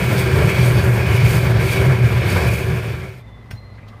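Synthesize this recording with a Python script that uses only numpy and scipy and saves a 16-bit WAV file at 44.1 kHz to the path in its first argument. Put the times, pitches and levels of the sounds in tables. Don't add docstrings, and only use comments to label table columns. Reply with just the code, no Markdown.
import sys
import numpy as np
from scipy import signal
from scipy.fft import rfft, irfft, next_fast_len
from scipy.io import wavfile
from scipy.ndimage import uniform_filter1d, map_coordinates

SR = 44100
rng = np.random.default_rng(int(sys.argv[2]) if len(sys.argv) > 2 else 0)


def persist_wave(psi):
    counts = np.round(np.clip(psi, -1, 1) * 32767).astype(np.int16)
    wavfile.write(sys.argv[1], SR, np.atleast_2d(counts).T)


N = 176400
TIME = np.arange(N) / SR


def amp(db):
    return 10 ** (np.asarray(db) / 20)


def unit(x):
    return x / np.sqrt(np.mean(x ** 2) + 1e-20)


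def curve(rows):
    return np.interp(TIME, *np.transpose(rows))


def surges(rows, half_s):
    return sum(db * np.exp(-((TIME - s) / half_s) ** 2) for s, db in rows)


def wobble(per_s):
    return map_coordinates(rng.standard_normal(int(N * per_s / SR) + 4), [TIME * per_s])


def decay(t, t60):
    return (t >= 0) * np.exp(-np.log(1000) * np.maximum(t, 0) / t60)


def filtered(x, response):
    size = next_fast_len(N + SR // 2)
    return irfft(rfft(x, size) * response(np.fft.rfftfreq(size, 1 / SR)), size)[:N]


def coloured(x, spectrum):
    hz, db = np.transpose(spectrum)
    return unit(filtered(x, lambda f: amp(np.interp(np.log(f + 1), np.log(hz), db))))


def noise(spectrum):
    return coloured(rng.standard_normal(N), spectrum)


def resonating(peaks):
    def gain(f):
        return np.sqrt(sum((amp(db) / (1 + ((f - hz) / width) ** 2)) ** 2 for hz, width, db in peaks))
    return unit(filtered(rng.standard_normal(N), gain))


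def noisy_note(hz, width_hz):
    return resonating([(hz, width_hz, 0)])


def steadied(x, samples):
    return unit(x / np.sqrt(np.abs(uniform_filter1d(x ** 2, samples)) + 1e-9))


def patchy(x, depth_db=0.9):
    spectra = signal.stft(x, nperseg=512)[2]
    patches = uniform_filter1d(rng.standard_normal(spectra.shape), size=4, axis=0)
    patches = uniform_filter1d(patches, size=45, axis=1)
    return unit(signal.istft(spectra * amp(depth_db * unit(patches)), nperseg=512)[1][:N])


# frequency in Hz, relative level in dB.
FLAME_SPECTRUM = [(20, -52), (33, -43), (50, -16), (75, 0), (125, -5.5), (180, -6), (245, -19),
                  (280, -21.5), (320, -13.5), (560, -15.5), (780, -22.5), (1120, -24.5), (1240, -27),
                  (1400, -23.5), (1780, -25), (1980, -27.5), (2500, -34.5), (3000, -35), (4000, -62),
                  (5500, -46.5), (15000, -61.5)]
# frequency in Hz, width in Hz, relative level in dB.
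CHAMBER_MODES = [(994, 52, 1.5), (1159, 13, 2.5), (1376, 91, -0.5), (1616, 58, 4.5), (1742, 35, 3),
                 (1910, 31, -2)]
# time in seconds, relative level in dB.
FLAME_LEVEL = [(0.0, -26), (0.06, -29.5), (0.14, -26), (0.42, -24), (0.52, -26.5), (0.88, -26.5),
               (0.95, -29.5), (0.99, -27.5), (1.85, -27), (1.93, -28), (1.97, -30), (2.35, -26),
               (2.45, -26.5), (3.05, -39), (3.18, -50.5)]
# time in seconds, rise in dB.
PUFFS = [(0.108, 3), (1.103, 4.5), (1.907, 3.5), (2.366, 4), (2.89, 1.5)]


def flame(flutter_db):
    roar = amp(8) * steadied(noise(FLAME_SPECTRUM), samples=9000)
    chamber_ring = amp(-6.5) * resonating(CHAMBER_MODES)
    level_db = curve(FLAME_LEVEL) + surges(PUFFS, half_s=0.015) + flutter_db
    return amp(level_db) * (roar + chamber_ring)


# time in seconds, relative level in dB.
BOOM_LEVEL = [(0.0, -20), (0.26, -18.5), (0.28, -29), (0.34, -12.5), (0.35, -22), (0.48, -11.5),
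              (0.52, -38), (0.6, -12.5), (0.81, -14), (0.84, -39), (0.87, -11.5), (0.95, -13),
              (0.98, -23.5), (1.26, -10), (1.34, -22), (1.38, -12.5), (1.43, -19.5), (1.54, -12),
              (1.68, -25.5), (1.91, -10.5), (1.97, -22), (2.05, -7), (2.09, -24), (2.12, -18.5),
              (2.18, -13.5), (2.23, -24.5), (2.28, -15.5), (2.31, -29), (2.36, -20), (2.42, -38),
              (2.46, -15), (2.62, -27), (2.74, -16), (2.83, -31), (2.87, -23), (3.18, -39)]
# time in seconds, relative level in dB.
HOLLOW_LEVEL = [(0.0, -37), (0.26, -25), (1.47, -34), (1.66, -24.5), (1.71, -43), (1.77, -21.5),
                (2.16, -35), (2.66, -31), (3.13, -43), (3.18, -62)]


def chamber(boom_hz=120.36, waver_hz=6.5, hollow_hz=379.2):
    pitch = boom_hz + waver_hz * wobble(per_s=20)
    drone = np.sqrt(2) * np.sin(2 * np.pi * np.cumsum(pitch) / SR)
    boom = steadied(drone + amp(-1.5) * noisy_note(boom_hz, width_hz=19.3), samples=1500)
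    hollow = steadied(noisy_note(hollow_hz, width_hz=10.6), samples=3500)
    return amp(curve(BOOM_LEVEL) + 0.5) * boom + amp(curve(HOLLOW_LEVEL) - 0.5) * hollow


# frequency in Hz, width in Hz, relative peak height in dB.
TUBE_MODES = [(2182, 110, 3), (2258, 40, 5.5), (2369, 26, 6), (2442, 28, 3.5), (2530, 150, -1),
              (2960, 79, -6.5), (3290, 35, -6.5)]
# time in seconds, relative level in dB.
TUBE_LEVEL = [(0.0, -25), (0.12, -28.5), (0.2, -25.5), (0.3, -27), (0.35, -30), (0.53, -22.5), (0.75, -29),
              (0.95, -31.5), (1.03, -27), (1.18, -24.5), (1.47, -29), (1.53, -33.5), (1.73, -22.5),
              (1.89, -29.5), (2.12, -29), (2.33, -26), (2.41, -26.5), (2.45, -29.5), (2.49, -25),
              (2.63, -29), (2.67, -37), (2.72, -32.5), (3.06, -39.5), (3.18, -49)]


def burner_tube():
    ring = sum(np.sqrt(width) * amp(db + 2 * wobble(per_s=9)) * noisy_note(hz, width)
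               for hz, width, db in TUBE_MODES)
    return amp(curve(TUBE_LEVEL) - 2) * steadied(ring, samples=5000)


# frequency in Hz, relative level in dB.
RUSH_SPECTRUM = [(1500, -38), (2700, -4), (3300, 3), (4600, -3.5), (5300, -3.5), (6200, -12), (7500, -17),
                 (11000, -44)]
# time in seconds, relative level in dB.
RUSH_LEVEL = [(0.0, -38.5), (0.16, -36.5), (0.19, -30.5), (0.21, -35), (0.44, -37), (0.62, -32.5),
              (0.73, -39), (0.78, -35), (0.89, -43), (1.08, -37), (1.3, -33.5), (1.5, -39), (1.65, -37),
              (1.73, -31.5), (1.83, -38.5), (1.98, -42), (2.2, -38), (2.31, -33), (2.78, -45.5),
              (2.9, -43.5), (3.18, -57)]


def gas_rush():
    whistle = amp(-10 + 1.8 * wobble(per_s=9)) * noisy_note(hz=4545, width_hz=75)
    return amp(curve(RUSH_LEVEL) - 1) * (patchy(noise(RUSH_SPECTRUM)) + whistle)


# frequency in Hz, relative level in dB.
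HISS_SPECTRUM = [(1000, -27), (2600, -32), (4500, 3), (5500, -3.5), (6800, 2.5), (7500, -2), (8500, 4.5),
                 (9700, 1.5), (10400, -3.5), (11200, 3), (12500, 0.5), (15300, 0)]
# time in seconds, relative level in dB.
HISS_LEVEL = [(0.0, -37), (0.16, -36.5), (0.2, -33), (0.29, -40.5), (0.37, -37.5), (0.55, -38),
              (0.66, -33.5), (0.71, -36), (0.79, -38.5), (0.9, -39.5), (1.06, -42), (1.13, -37),
              (1.22, -40), (1.31, -31.5), (1.58, -45.5), (1.62, -38), (1.72, -32), (1.76, -36.5),
              (2.02, -46), (2.08, -40.5), (2.23, -44), (2.3, -34.5), (2.46, -40.5), (2.55, -35.5),
              (2.69, -44), (2.9, -48), (3.18, -59)]
# time in seconds, rise of the hiss in dB.
SPURTS = [(0.196, 4.5), (0.503, 5), (0.66, 2), (1.166, 4), (1.295, 2.5), (1.725, 2), (2.48, 4.5)]


def flame_hiss(spits_per_s=670, spread_db=18):
    spits = (rng.random(N) < spits_per_s / SR) * rng.choice([-1, 1], N)
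    spits = spits * amp(spread_db * np.minimum(rng.exponential(size=N), 4))
    crackle = amp(-14.5) * coloured(spits, HISS_SPECTRUM)
    level_db = curve(HISS_LEVEL) + surges(SPURTS, half_s=0.0095) + 0.5
    return amp(level_db) * patchy(noise(HISS_SPECTRUM) + crackle)


def burner():
    flutter = wobble(per_s=49)
    roar = flame(flutter_db=1.5 * flutter) + chamber()
    gas_jet = burner_tube() + gas_rush() + flame_hiss()
    return roar + amp(0.8 * flutter) * gas_jet


# frequency in Hz, relative level in dB.
FAR_SPECTRUM = [(25, -26), (40, -10), (55, 2.5), (85, -5.5), (110, -4.5), (150, -9), (230, -9), (310, -19),
                (600, -17.5), (850, -22), (1150, -22.5), (1500, -30), (1850, -27), (2600, -35),
                (4000, -38.5), (5500, -45.5), (7500, -51), (11000, -52.5), (15000, -57)]
# frequency in Hz, width in Hz, level in dB.
FAR_TONES = [(107.7, 7.4, -40.5), (2030, 33, -57)]
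FADE_START_S, FADE_END_S = 3.12, 3.24


def far_furnace():
    level_db = -41 - 1.5 * (TIME - FADE_END_S) + 0.7 * wobble(per_s=24.96)
    rumble = amp(level_db) * steadied(noise(FAR_SPECTRUM), samples=7000)
    tones = sum(amp(db) * steadied(noisy_note(hz, width), samples=2500) for hz, width, db in FAR_TONES)
    return rumble + tones


# start in seconds, attack in seconds,
# release in seconds, pitch in Hz, glide in Hz per second, level in dB.
SQUEAKS = [(3.13, 0.22, 0.11, 3600, -420, -55.5), (3.544, 0.041, 0.23, 4155, -80.5, -51)]


def tong_squeaks(waver_hz=20.4, rough_db=3.5):
    out = np.zeros(N)
    for start, attack, release, hz, glide, db in SQUEAKS:
        t = TIME - start
        pitch = hz + glide * t + waver_hz * wobble(per_s=110)
        swell = np.interp(t, [0, attack, attack + release], [0, 1, 0])
        roughness = unit(amp(rough_db * wobble(per_s=76)))
        out += amp(db) * swell * roughness * np.sin(2 * np.pi * np.cumsum(pitch) / SR)
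    return out


# start in seconds, relative level in dB.
CONTACTS = [(3.507, -42), (3.511, -30.5), (3.516, -37), (3.885, -45.5)]
# frequency in Hz, relative level in dB.
CRACK_SPECTRUM = [(80, -10), (200, 14), (700, -5), (1700, 3.5), (3400, -4), (5500, -5), (7500, -17),
                  (9200, -7), (10800, -23), (13500, -11), (16000, -14)]
# frequency in Hz, relative level in dB, seconds to fall by 60 dB.
STEEL_MODES = [(700, 5, 0.025), (1555, -2.5, 0.065), (1900, -4, .1), (2520, -1, 0.08), (2740, -9, .08),
               (3350, -4, 0.061), (4270, -16, .07), (5400, -6, 0.078), (6850, -19, 0.2), (8161, -19, .08),
               (13460, -22, .16)]


def tong_clanks():
    out = np.zeros(N)
    for start, db in CONTACTS:
        t = TIME - start
        crack, rattle = decay(t, t60=0.015), amp(-14) * decay(t, t60=0.27)
        clatter = noise(CRACK_SPECTRUM) * (crack + rattle)
        ring = sum(amp(mode_db + rng.normal(0, 1.4)) * np.sin(2 * np.pi * hz * t) * decay(t, t60)
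                   for hz, mode_db, t60 in STEEL_MODES)
        out += amp(db) * (clatter + amp(-7.5) * ring)
    return out


def lid_thud(start_s=3.5315, hz=107, rise_s=0.023):
    t = np.maximum(TIME - start_s, 0)
    envelope = (1 - np.exp(-t / rise_s)) * decay(t, t60=0.059)
    return amp(-4) * envelope * np.sin(2 * np.pi * hz * t)


# middle in seconds,
# half length in seconds, frequency in Hz, width in Hz, level in dB.
SCRAPES = [(3.643, 0.013, 3900, 600, -73), (3.76, 0.016, 4280, 800, -61), (3.787, .012, 1780, 600, -49),
           (3.837, 0.036, 2350, 200, -58), (3.892, 0.014, 3600, 1500, -54),
           (3.914, 0.076, 1170, 130, -54.5)]


def tong_scrapes(rough_db=2.4):
    out = np.zeros(N)
    for middle, half_s, hz, width, db in SCRAPES:
        swell = np.exp(-((TIME - middle) / half_s) ** 2)
        out += amp(db + rough_db * wobble(per_s=120)) * swell * noisy_note(hz, width)
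    return out


def scene():
    near = np.interp(TIME, [FADE_END_S - 0.056, FADE_END_S], [1, 0])
    far = np.interp(TIME, [FADE_START_S, FADE_END_S], [0, 1])
    furnace = near * burner() + far * far_furnace()
    tongs = tong_clanks() + lid_thud() + tong_squeaks() + tong_scrapes()
    return (furnace + tongs)[None]


LOW_CUT_HZ, TOP_HZ = 28, 15330


def record(dry):
    band = lambda hz: (hz < TOP_HZ) / np.sqrt(1 + (LOW_CUT_HZ / (hz + 1)) ** 8)
    return np.array([filtered(x, band) for x in dry])


dry = scene()
out = record(dry)
persist_wave(out)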